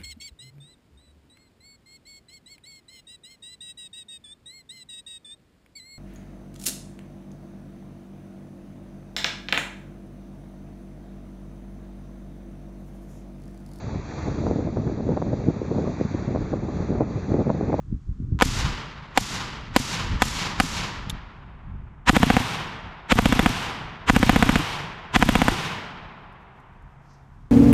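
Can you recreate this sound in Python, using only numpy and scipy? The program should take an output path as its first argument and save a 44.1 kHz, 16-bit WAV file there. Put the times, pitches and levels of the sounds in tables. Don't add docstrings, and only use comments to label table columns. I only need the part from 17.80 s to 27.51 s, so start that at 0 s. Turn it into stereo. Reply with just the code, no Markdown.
import sys
import numpy as np
from scipy import signal
from scipy.fft import rfft, irfft, next_fast_len
from scipy.io import wavfile
from scipy.ndimage import uniform_filter1d

SR = 44100
rng = np.random.default_rng(int(sys.argv[2]) if len(sys.argv) > 2 else 0)


def transcribe(signal):
    frames = np.atleast_2d(signal).T
    limited = np.clip(frames, -1, 1)
    pcm = np.round(limited * 32767).astype(np.int16)
    wavfile.write(sys.argv[1], SR, pcm)


N = 428211
TIME = np.arange(N) / SR

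# start in seconds, relative level in dB, action clack in dB.
SINGLE_SHOTS = [(0.6217, 0, -6), (1.3751, -1.5, -22), (1.9629, -0.7, -29), (2.4205, -1, -31.5),
                (2.8005, -1.5, -29)]
# start in seconds, round count, cycle in seconds, lag of every other round in
# seconds, low surge in dB, action clack in dB, opening rush in dB.
AUTO_BURSTS = [(4.2951, 5, 0.068, 0.0029, -4, -12.5, -13.5), (5.3209, 6, 0.068, -0.0005, 3, -24, -17),
               (6.2980, 8, .0656, -.0005, 2, -17, -18.5), (7.3609, 6, .0642, 0.00042, 3.5, -19.5, -18)]


def rounds(single_rush_db=-35.5, rush_fall_db=7.5):
    single_db = np.array([2.5, -8.5, -8.5, -2])
    opening_db = np.array([2, -1.2, -13.5, -2.1])
    following_db = np.array([-1.74, -2, -14.5, -6.5])
    fired = [(s, db + single_db, single_rush_db, 0) for s, db, _ in SINGLE_SHOTS]
    for start_s, count, cycle_s, limp_s, surge_db, _, rush_db in AUTO_BURSTS:
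        for k in range(count):
            s = start_s + k * cycle_s + k % 2 * limp_s
            fired.append((s, following_db if k else opening_db, rush_db - k * rush_fall_db, surge_db))
    return fired


def rifle(lead_s=.04, scatter_db=1):
    out = np.zeros((2, N))
    t = np.arange(8192) / SR - lead_s
    trees_a, trees_b = forest_wash(), forest_wash()
    for s, mix_db, rush_db, surge_db in rounds():
        crack_db, thump_db, gas_db, wash_db = mix_db + scatter_db * rng.standard_normal(4)
        add(out, s - lead_s, shot(t, crack_db, thump_db, gas_db, rush_db, surge_db) + bolt(t))
        path = rng.uniform(0, 2 * np.pi)
        add(out, s, undb(wash_db) * (np.cos(path) * trees_a + np.sin(path) * trees_b))
    return out


def shot(t, crack_db, thump_db, gas_db, rush_db, surge_db):
    stretch, *bank_scatter = rng.standard_normal(4)
    snap = crack(t, crack_db)
    thump = undb(thump_db) * suppressor_thump(t, 1 + .04 * stretch)
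    surge = .21 * undb(thump_db + surge_db) * ring(t - .0098, hz=32, t60_s=.077)
    gas, gas_side = gas_spit(t, gas_db), gas_spit(t, gas_db)
    near = grounded(snap + thump + .5 * gas) + .5 * gas + surge
    echo = bank_echo(t, thump_db, crack_db, bank_scatter)
    rush, rush_side = lead_rush(t, rush_db), lead_rush(t, rush_db)
    side = .5 * gas_side + .4 * rush_side + .61 * (snap - delay(snap, .0001))
    return stereo(near + echo + rush, side)


def crack(t, db, length_s=.00041):
    progress = (t + .0001) / length_s
    wave = np.where((progress >= 0) & (progress < 1), 1 - 2 * progress, 0)
    rounded = filt(wave, "low", 4300 * np.exp(.1 * db), order=4)
    return 1.075 * undb(db) * filt(rounded, "high", 240, order=1)


def suppressor_thump(t, pitch_ratio, base_hz=220):
    phase = 2 * np.pi * np.clip((t - .0004) * base_hz * pitch_ratio, 0, 1)
    swing = .52 * (np.sin(phase) + .26 * np.sin(2 * phase))
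    return swing + .011 * ring(t - .005, 190 * pitch_ratio, t60_s=.04)


# frequency in Hz, spectral density in dB.
GAS_SPECTRUM = [(200, 10), (800, 16), (2000, 3), (3400, 11), (4600, -11.5), (7000, 0.5), (10000, -7),
                (12500, -7), (15500, -28.5)]


def gas_spit(t, db):
    envelope = fade(t - .0002, t60_s=.022) + .06 * fade(t, t60_s=.029)
    return undb(db) * noise(GAS_SPECTRUM, len(t)) * envelope


def bank_echo(t, thump_db, crack_db, scatter, delay_s=.0355):
    jitter, low, high = scatter
    late = t - delay_s - .0006 * jitter
    swings = ring(late, 135 * (1 + .16 * low), .12) + 1.1 * ring(late, 250 * (1 + .15 * high), .1)
    hiss = undb(crack_db - 36) * noise(GAS_SPECTRUM, len(t)) * fade(late, t60_s=.035)
    return hiss - undb(thump_db - 17.5) * filt(swings, "low", 420)


# frequency in Hz, spectral density in dB.
RUSH_SPECTRUM = [(100, 1.5), (400, 0.5), (680, -12), (920, 0), (1800, -0.5), (3300, -4), (4500, -12),
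                 (7500, -15), (10000, -27.5), (15500, -43)]


def lead_rush(t, db, swell_s=.018):
    swell = np.exp(-(t / swell_s) ** 2) * (t < .001)
    return undb(db + 1.5) * noise(RUSH_SPECTRUM, len(t)) * swell


def bolt(t, travel_s=.028, bounce_s=.0033, t60_s=.021, db=-32.5):
    late = t - travel_s - .0018 * rng.standard_normal()
    hiss = filt(rng.standard_normal((2, len(t))), "band", [3000, 11000], order=1)
    mid, side = hiss * (fade(late, t60_s) + undb(3) * fade(late - bounce_s, t60_s))
    return undb(db) * stereo(mid, .5 * side)


# frequency in Hz, relative level in dB, T60 in seconds.
RECEIVER_MODES = [(989, -6, 0.015), (1280, -6.5, .006), (1550, -4.5, .005), (2100, -6, .004),
                  (2757, -12.5, .004), (3430, -1.5, 0.0017), (6110, -19, 0.0021)]


def action(knocks=3, step_s=.0105, rise_db=9):
    out, t = np.zeros((2, N)), np.arange(SR // 10) / SR
    modes = [undb(db) * ring(t, hz, t60_s) for hz, db, t60_s in RECEIVER_MODES]
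    pulls = [(s, db) for s, _, db in SINGLE_SHOTS] + [(s, db) for s, *_, db, _ in AUTO_BURSTS]
    for s, db in pulls:
        for k in range(knocks):
            weights = undb(2 * rng.standard_normal(len(modes))) * rng.choice([-1, 1], len(modes))
            knock = sum(weight * mode for weight, mode in zip(weights, modes))
            add(out, s - (k + 1) * step_s, undb(db - k * rise_db) * grounded(knock))
    return out


# start in seconds, ring in dB, tick in dB.
SELECTOR_CLICKS = [(3.2974, -24, -28.5), (3.3017, -18, -46)]


def selector():
    out, t = np.zeros((2, N)), np.arange(SR // 10) / SR
    for s, ring_db, tick_db in SELECTOR_CLICKS:
        mid, side = filt(rng.standard_normal((2, len(t))), "band", [3500, 12500]) * fade(t, .038)
        ping = undb(ring_db) * ring(t, hz=3570, t60_s=.0085)
        add(out, s, ping + undb(tick_db) * stereo(mid, .5 * side))
    return out


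# frequency in Hz, spectral density in dB.
TRUNK_SPECTRUM = [(40, -4.5), (160, 5), (280, -4), (470, -5), (700, -8), (950, -2), (1500, -3.5),
                  (3000, -2.5), (5000, -4), (7200, -9), (9000, -10), (12500, -21.5), (15500, -54)]
# frequency in Hz, side relative to mid in dB.
TRUNK_SPREAD = [(100, -16.5), (400, -19), (1300, -5), (3000, -4), (8000, -7), (14000, 1)]


def forest_wash(air_db_per_s=22.5, left_bias_db=2.5):
    t = np.arange(3 * SR) / SR
    bins_hz = np.fft.rfftfreq(len(t), 1 / SR)
    mid, side = (rfft(noise(TRUNK_SPECTRUM, len(t))) for _ in range(2))
    spectrum = stereo(mid, side * colour(TRUNK_SPREAD, bins_hz))
    half_octaves = 2 * np.log2(np.maximum(bins_hz, 250) / 250)
    trunks = 0
    for k in range(14):
        hz = 250 * 2 ** (k / 2)
        band = irfft(spectrum * np.maximum(1 - np.abs(half_octaves - k), 0), len(t))
        loss_db_per_s = air_db_per_s * (hz / 4000) ** 1.37 + 4 / (1 + (hz / 600) ** 4)
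        speedup = max(hz / 1200, 1) ** .12
        trunks = trunks + band * undb(-loss_db_per_s * t) * trunk_envelope(t * speedup)
    wash = trunks + leaves(t)
    patches = undb(1.24 * walk(90)[:len(t)])
    return wash * patches * undb(np.array([[left_bias_db], [-left_bias_db]]) / 2)


def trunk_envelope(t, deep_end_s=2.1):
    edge = undb(-25) * rise_fall(t, peak_s=.21, rise_db_per_s=59, fall_db_per_s=29)
    deep = undb(-40 - 3.5 * t - 12.5 * np.maximum(t - deep_end_s, 0))
    return np.hypot(edge, deep)


# frequency in Hz, spectral density in dB.
LEAF_SPECTRUM = [(500, -15), (1500, -7), (3500, 1.5), (7000, -3), (8800, -5.5), (12500, -13), (15500, -15)]


def leaves(t, first_s=.036, first_width_s=.03):
    first = undb(-40.5) * np.exp(-((t - first_s) / first_width_s) ** 2)
    held = undb(-38.5) * rise_fall(t, peak_s=.17, rise_db_per_s=23.5, fall_db_per_s=110)
    return stereo_noise(LEAF_SPECTRUM, len(t), width=.45) * (first + held)


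# frequency in Hz, spectral density in dB.
WIND_SPECTRUM = [(12, -16.5), (30, 5), (70, -0.5), (150, -6.5), (250, -17.5), (400, -29.5), (700, -58),
                 (2000, -66.5), (6000, -105)]
# time in seconds, relative level in dB.
WIND_LEVELS = [(0, -41.5), (0.45, -33), (0.62, -32.5), (0.88, -27), (1.06, -46.5), (2.15, -40.5),
               (2.34, -26.5), (2.6, -37), (3.3, -39.5), (3.55, -45.5), (4.05, -37), (4.5, -54),
               (5.0, -44.5), (8.0, -48), (8.88, -51.5), (8.97, -40.5), (9.18, -53.5), (9.7, -42)]
# start in seconds, level in dB, nominal thud pitch in Hz.
WIND_BUFFETS = [(0.125, -11, 131), (0.29, -11.5, 55), (0.400, -14.5, 150), (0.446, -18.5, 90),
                (0.521, -9, 140), (3.271, -16, 120), (3.326, -19, 130)]


def wind(eddy_gap_s=.022, eddy_fall_db=5):
    eddies = noise(WIND_SPECTRUM, N)
    stirred = sum(undb(db - 19) * rise_fall(TIME, s, rise_db_per_s=897, fall_db_per_s=201.5)
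                  for s, db, _ in WIND_BUFFETS)
    strength = np.hypot(curve(WIND_LEVELS) * undb(-1.5), stirred) * undb(2.8 * walk(22))
    out = stereo(eddies, .22 * (noise(WIND_SPECTRUM, N) - eddies)) * strength
    t = np.arange(SR // 5) / SR
    for s, db, hz in WIND_BUFFETS:
        for k in range(2):
            pitch_ratio = np.exp(.15 * rng.standard_normal())
            thud = filt(ring(t, hz * pitch_ratio, t60_s=2.4 / hz), "low", 330, order=4)
            add(out, s + k * eddy_gap_s, undb(db - k * eddy_fall_db) * stereo(thud, -.25 * thud))
    return out


# start in seconds, level in dB.
HANDLING_TICKS = [(8.525, -62.5), (8.8, -63.5), (9.022, -63), (9.335, -63)]


def handling(swish_s=9.32, width_s=.076, swish_db=-66):
    swish = unit(filt(rng.standard_normal(N), "band", [4200, 6200])) * undb(swish_db + 2 * walk(70))
    out = stereo(swish * np.exp(-((TIME - swish_s) / width_s) ** 2), 0)
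    t = np.arange(SR // 10) / SR
    for s, db in HANDLING_TICKS:
        tick = filt(rng.standard_normal(len(t)), "band", [4200, 11000]) * fade(t, t60_s=.046)
        add(out, s, undb(db) * tick)
    return out


# frequency in Hz, spectral density in dB.
CLOTH_SPECTRUM = [(1500, -2.5), (3000, 1), (5500, 0), (8500, -8), (12500, -10), (15500, -27)]


def cloth(db=-76.5, rough_db=3):
    rubbing = stereo_noise(CLOTH_SPECTRUM, N, width=.5) * undb(db + rough_db * walk(40))
    return rubbing * rise_fall(TIME, peak_s=9.5, rise_db_per_s=7, fall_db_per_s=6)


# time in seconds, level in dB.
HUM_LEVELS = [(0, -53), (4, -65.5), (8.6, -61.5), (9.4, -52), (9.7, -51)]
# frequency in Hz, spectral density in dB.
AIR_SPECTRUM = [(100, 8), (500, -10), (800, -10), (1250, -4.5), (2200, -14.5), (4000, -18), (6500, -21.5),
                (9000, -25), (15500, -50.5)]


def hum_and_air(hum_hz=136, air_db=-62.5, air_dip_share=.46):
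    hum = np.sin(2 * np.pi * np.cumsum(hum_hz * (1 + .02 * walk(19))) / SR)
    level = curve(HUM_LEVELS)
    air = undb(air_db) * stereo_noise(AIR_SPECTRUM, N, width=.2) * (level / level.max()) ** air_dip_share
    return air + unit(hum) * level * undb(2 * walk(7.5))


def grounded(x, share=.6, delay_s=.003974):
    return x + share * delay(filt(x, "low", 4500, order=1), delay_s)


def undb(db):
    return 10 ** (np.asarray(db) / 20)


def unit(x):
    return x / np.sqrt(np.mean(x ** 2))


def curve(rows):
    return undb(np.interp(TIME, *np.transpose(rows)))


def colour(points, hz):
    points_hz, db = np.transpose(points)
    return undb(np.interp(np.log(hz + 1), np.log(points_hz), db))


def tint(x, points):
    size = next_fast_len(x.shape[-1])
    gain = colour(points, np.fft.rfftfreq(size, 1 / SR))
    return irfft(rfft(x, size) * gain, size)[..., :x.shape[-1]]


def noise(points, size):
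    gain = colour(points, np.fft.rfftfreq(size, 1 / SR))
    return unit(irfft(rfft(rng.standard_normal(size)) * gain, size))


def stereo_noise(points, size, width):
    return stereo(noise(points, size), width * noise(points, size))


def filt(x, kind, hz, order=2):
    return signal.sosfilt(signal.butter(order, np.minimum(hz, SR / 2 - 1), kind, fs=SR, output="sos"), x)


def ring(t, hz, t60_s):
    return np.sin(2 * np.pi * hz * t) * fade(t, t60_s)


def fade(t, t60_s):
    return (t >= 0) * np.exp(-np.log(1000) * np.abs(t) / t60_s)


def rise_fall(t, peak_s, rise_db_per_s, fall_db_per_s):
    return undb(np.minimum(rise_db_per_s * (t - peak_s), fall_db_per_s * (peak_s - t)))


def delay(x, s):
    return np.interp(np.arange(len(x)) - s * SR, np.arange(len(x)), x, left=0)


def walk(rate_hz):
    hold = int(SR / rate_hz)
    steps = np.repeat(rng.standard_normal(N // hold + 1), hold)
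    return np.sqrt(2) * uniform_filter1d(uniform_filter1d(steps, hold), hold)[:N]


def stereo(mid, side):
    return np.array([mid + side, mid - side])


def add(out, s, x):
    start = int(round(s * SR))
    count = min(x.shape[-1], N - start)
    out[:, start:start + count] += x[..., :count]


def scene():
    return rifle() + action() + selector() + handling() + wind() + hum_and_air() + cloth()


# time in seconds, width from 0 to 1.
IMAGE_WIDTH = [(3.3, 0.94), (3.7, 0.2), (4.1, 0.23), (4.25, 0)]
# frequency in Hz, gain in dB.
WIDE_EQ = [(130, 2.5), (300, 3), (480, -0.5), (950, 3.5), (2600, 0.5), (4200, 1.5), (7400, 5), (8300, -2),
           (10500, 0), (12500, 1.5), (15000, -14.5)]
# frequency in Hz, gain in dB.
NARROW_EQ = [(400, 0.5), (560, -1.5), (700, 5.5), (1000, 2), (3500, -0.5), (4400, -4), (5600, -2.5),
             (11300, -3.5), (12500, 2.5), (13800, -4.5), (15300, -7.5)]


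def record(dry, ceiling=1.08, top_hz=15000):
    width = np.clip(np.interp(TIME, *np.transpose(IMAGE_WIDTH)), 0, 1)
    coloured = width * tint(dry, WIDE_EQ) + (1 - width) * tint(dry, NARROW_EQ)
    left, right = filt(coloured, "high", 23, order=1)
    mid, side = (left + right) / 2, (left - right) / 2
    treble_side = tint(side, [(3000, -63), (7000, -28), (11000, 1.5)])
    narrowed = stereo(mid, width * side + (1 - width) * treble_side)
    clipped = narrowed / (1 + (narrowed / ceiling) ** 4) ** (1 / 4)
    return signal.sosfilt(signal.ellip(8, .2, 70, top_hz, fs=SR, output="sos"), clipped)


dry = scene()
out = record(dry)
transcribe(out)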